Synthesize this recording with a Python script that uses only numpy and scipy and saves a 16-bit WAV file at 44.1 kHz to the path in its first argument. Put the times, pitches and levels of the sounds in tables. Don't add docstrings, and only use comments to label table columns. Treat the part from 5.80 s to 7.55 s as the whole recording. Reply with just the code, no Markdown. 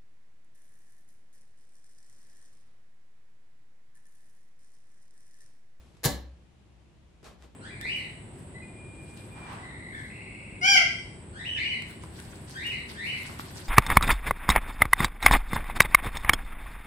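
import sys
import numpy as np
from scipy import signal
from scipy.fft import rfft, irfft
from scipy.io import wavfile

SR = 44100
rng = np.random.default_rng(int(sys.argv[2]) if len(sys.argv) > 2 else 0)


def log_audio(samples):
    frames = np.atleast_2d(samples).T
    limited = np.clip(frames, -1, 1)
    pcm = np.round(limited * 32767).astype(np.int16)
    wavfile.write(sys.argv[1], SR, pcm)


N = 77175
T = np.arange(N) / SR
FREQ = np.maximum(np.arange(N // 2 + 1) * SR / N, 1)
LEFT_RIGHT = np.array([[1], [-1]])


# t/s, level/dB, rise/s, fade/s, left minus right/dB, tilt/(dB/octave)
CLACKS = [(0.2328, -39.5, 0.00092, 0.0087, 2.5, -1.4), (0.239, -28.5, .0004, 0.012, 3.5, -0.4),
          (.2420, -26, 0.0016, .010, -1, -1), (0.2505, -17.5, .0005, .0025, 4, 0.8),
          (0.2551, -17.5, .0002, 0.00096, -1.5, 2.5), (0.2583, -20, .0015, .005, -4.5, -0.64)]
# f/Hz, level/dB
CLACK_SPECTRUM = [(200, -9), (520, 3.5), (1000, -7.5), (1160, -0.5), (1330, -8), (1700, 4), (2500, -8),
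                  (3300, -5.5), (4300, 1.5), (5700, -3), (7000, -1.5), (8700, -6), (11200, -3.5),
                  (13500, -7), (16000, -11.5)]
# f/Hz, level/dB, t60/s
METAL_MODES = [(1597, -45, .19), (1712, -44, .17), (3328, -48, .19), (4014, -41, .2), (4290, -46, .23),
               (4461, -43.5, .2), (4660, -42.5, .19), (5055, -43, .2), (5594, -41.5, .2), (5877, -45, .2),
               (6382, -42.5, .2), (6993, -40.5, .19), (7941, -46, .18), (9764, -45, .16)]
# f/Hz, level/dB, t60/s
CLINK_MODES = [(10370, -23.5, 0.013), (11320, -20, 0.0095), (11980, -21, .011)]

def dart(room):
    out = ring(METAL_MODES, start_s=.2503, rise_s=.0026, spread_rad=.5)
    out += ring(CLINK_MODES, start_s=.2556, rise_s=.0003, spread_rad=.5)
    for start_s, db, rise_s, fade_s, pan_db, tilt_db in CLACKS:
        spectrum = [(hz, level + tilt_db * np.log2(hz)) for hz, level in CLACK_SPECTRUM]
        force = undb(db) * pan(pan_db) * swell(start_s, rise_s, fade_s)
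        out += burst(force, spectrum, room, width=.6, wet_db=-3.5)
    return out


# f/Hz, level/dB
KNOCK_SPECTRUM = [(30, -19.5), (70, -5), (150, 3.5), (300, -3), (500, 0), (1000, -12.5), (1700, -19),
                  (3000, -25)]
# f/Hz, level/dB, t60/s
BOARD_MODES = [(151, -35, .36), (196, -38, .25), (221, -34, .35), (254, -36, .15), (282, -42, .40),
               (355, -42, .33), (400, -32, .17), (492, -30, .15), (571, -40, .28), (667, -39, .19),
               (767, -36, .25), (810, -38, .18), (945, -38, .17), (1130, -43, .19)]

def board(room):
    hit_s, rise_s = .2505, .0072
    rock_hz, rock_db, rock_t60_s = 135, -18.5, .1
    force = undb(-28) * swell(hit_s, rise_s, fade_s=.011)
    knock = burst(force, KNOCK_SPECTRUM, room, width=.35, wet_db=0)
    rocking = ring([(rock_hz, rock_db, rock_t60_s)], hit_s, rise_s=.011, spread_rad=.08)
    return knock + rocking + ring(BOARD_MODES, hit_s, rise_s, spread_rad=.2164)


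def room_boom():
    hz, db, t60_s = 64.2, -34.5, 1.13
    end_s, release_s = .6, .076
    mode = ring([(hz, db, t60_s)], start_s=.27, rise_s=.048, spread_rad=.15)
    return mode * np.clip((end_s - T) / release_s, 0, 1)


# t/s, level/dB, rise/s, fade/s
SOLE_SCUFFS = [(1.426, -49, 0.04, 0.033), (1.580, -63.5, 0.043, 0.026), (1.623, -59.5, 0.018, 0.022)]
SOLE_LOADS = [(1.427, -51.5, 0.0026, 0.021), (1.507, -52.5, 0.007, 0.027), (1.632, -53, 0.017, 0.0088)]
# t/s, level/dB, fade/s
SMALL_TICKS = [(0.149, -65, 0.0023), (.168, -62, .008), (1.4295, -57, .003), (1.4427, -51, 0.0064),
               (1.6238, -48.5, 0.00087)]
# f/Hz, level/dB
SLEEVE_SPECTRUM = [(100, 3), (400, 1.5), (1200, -11), (3500, -13), (8000, -19.5), (11500, -22),
                   (14000, -48.5)]
SCUFF_SPECTRUM = [(100, -6), (300, 4.5), (700, 4), (1500, -1.5), (3000, -6), (6000, -10.5), (10000, -17.5),
                  (13000, -22), (16000, -45)]
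LOAD_SPECTRUM = [(30, -26), (70, -17), (110, -5), (160, 3.5), (220, -2.5), (310, 1.5), (600, -10),
                 (1500, -29), (6000, -54)]
TICK_SPECTRUM = [(200, -2), (1500, 0.5), (4500, -2), (8000, -6), (12000, -18.5), (16000, -39.5)]

def thrower(room):
    sleeve = undb(-62.5) * np.exp(-T / .21)
    scuffs = sum(undb(db) * swell(t, rise_s, fade_s) for t, db, rise_s, fade_s in SOLE_SCUFFS)
    loads = sum(undb(db) * swell(t, rise_s, fade_s) for t, db, rise_s, fade_s in SOLE_LOADS)
    ticks = sum(undb(db) * swell(t, .0003, fade_s) for t, db, fade_s in SMALL_TICKS)
    parts = [(sleeve, SLEEVE_SPECTRUM), (scuffs, SCUFF_SPECTRUM),
             (loads, LOAD_SPECTRUM), (ticks, TICK_SPECTRUM)]
    return sum(burst(force, spectrum, room, width=.68, wet_db=-5.5) for force, spectrum in parts)


# f/Hz, t60/s
REVERB_DECAY = [(150, 0.5266), (700, 0.4365), (4000, 0.3635), (8000, 0.2318), (15000, 0.25)]
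# f/Hz, level/dB
REVERB_SPECTRUM = [(60, 10), (300, 2.5), (1000, 2), (1800, 0), (4200, 1.5), (6000, -1.5), (7300, 2.5),
                   (11000, -0.5), (16000, -2.5)]

def room_response():
    spectrum = rfft(noise(REVERB_SPECTRUM, width=.4))
    bands_hz, t60s_s = zip(*REVERB_DECAY)
    out = 0
    for one_band, t60_s in zip(np.eye(len(bands_hz)), t60s_s):
        band = irfft(spectrum * curve(list(zip(bands_hz, one_band))), N)
        out += band * swell(0, rise_s=.0043, fade_s=t60_s / np.log(1000))
    return out / np.sqrt(np.sum(out ** 2) / 2)


# f/Hz, level/dB
ROOM_NOISE_SPECTRUM = [(25, -24), (45, -12), (62, 0.5), (90, -10.5), (140, -10), (210, -14), (265, -21.5),
                       (335, -16.5), (400, -24), (700, -26.5), (1400, -34.5), (2800, -35), (5000, -43),
                       (7500, -45.5), (11000, -52), (13000, -68.5)]

def background():
    hum_hz, hum_db, waver_db = 61.65, -62, 3.5
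    waver = noise([(1, 0), (8, 0), (20, -40), (60, -120)], width=0)[0]
    hum = undb(hum_db + waver_db * waver) * np.sin(2 * np.pi * hum_hz * T)
    return undb(-57.5) * noise(ROOM_NOISE_SPECTRUM, width=1) + hum


def ring(modes, start_s, rise_s, spread_rad):
    out = 0
    for hz, db, t60_s in modes:
        offset_rad = spread_rad * rng.standard_normal() * LEFT_RIGHT
        envelope = undb(db) * swell(start_s, rise_s, t60_s / np.log(1000))
        out += envelope * np.sin(2 * np.pi * hz * (T - start_s) + offset_rad)
    return out


def burst(envelope, spectrum, room, width, wet_db):
    direct = envelope * noise(spectrum, width)
    return direct + undb(wet_db) * signal.fftconvolve(direct, room, axes=1)[:, :N]


def noise(spectrum, width):
    narrow_below_hz = 466
    mid, side = undb(curve(spectrum)) * np.exp(2j * np.pi * rng.random((2, len(FREQ))))
    side = side * width * (.29 + .73 * FREQ / (FREQ + narrow_below_hz))
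    stereo = irfft(np.array([mid + side, mid - side]), N)
    return stereo / stereo.std()


def swell(start_s, rise_s, fade_s):
    attack = np.clip((T - start_s) / rise_s, 0, 1)
    return attack * np.exp(-np.maximum(T - start_s - rise_s, 0) / fade_s)


def curve(points):
    hz, value = np.array(points, float).T
    return np.interp(np.log(FREQ), np.log(hz), value)


def pan(left_db):
    return undb(LEFT_RIGHT * left_db / 2)


def undb(db):
    return 10 ** (np.asarray(db) / 20)


def scene():
    room = room_response()
    return (dart(room) + board(room) + room_boom() + thrower(room) + background()) * pan(left_db=1.2)


def record(dry):
    cutoff_hz = 15700
    return signal.sosfilt(signal.ellip(10, .2, 80, cutoff_hz, fs=SR, output="sos"), dry)


dry = scene()
out = record(dry)
log_audio(out)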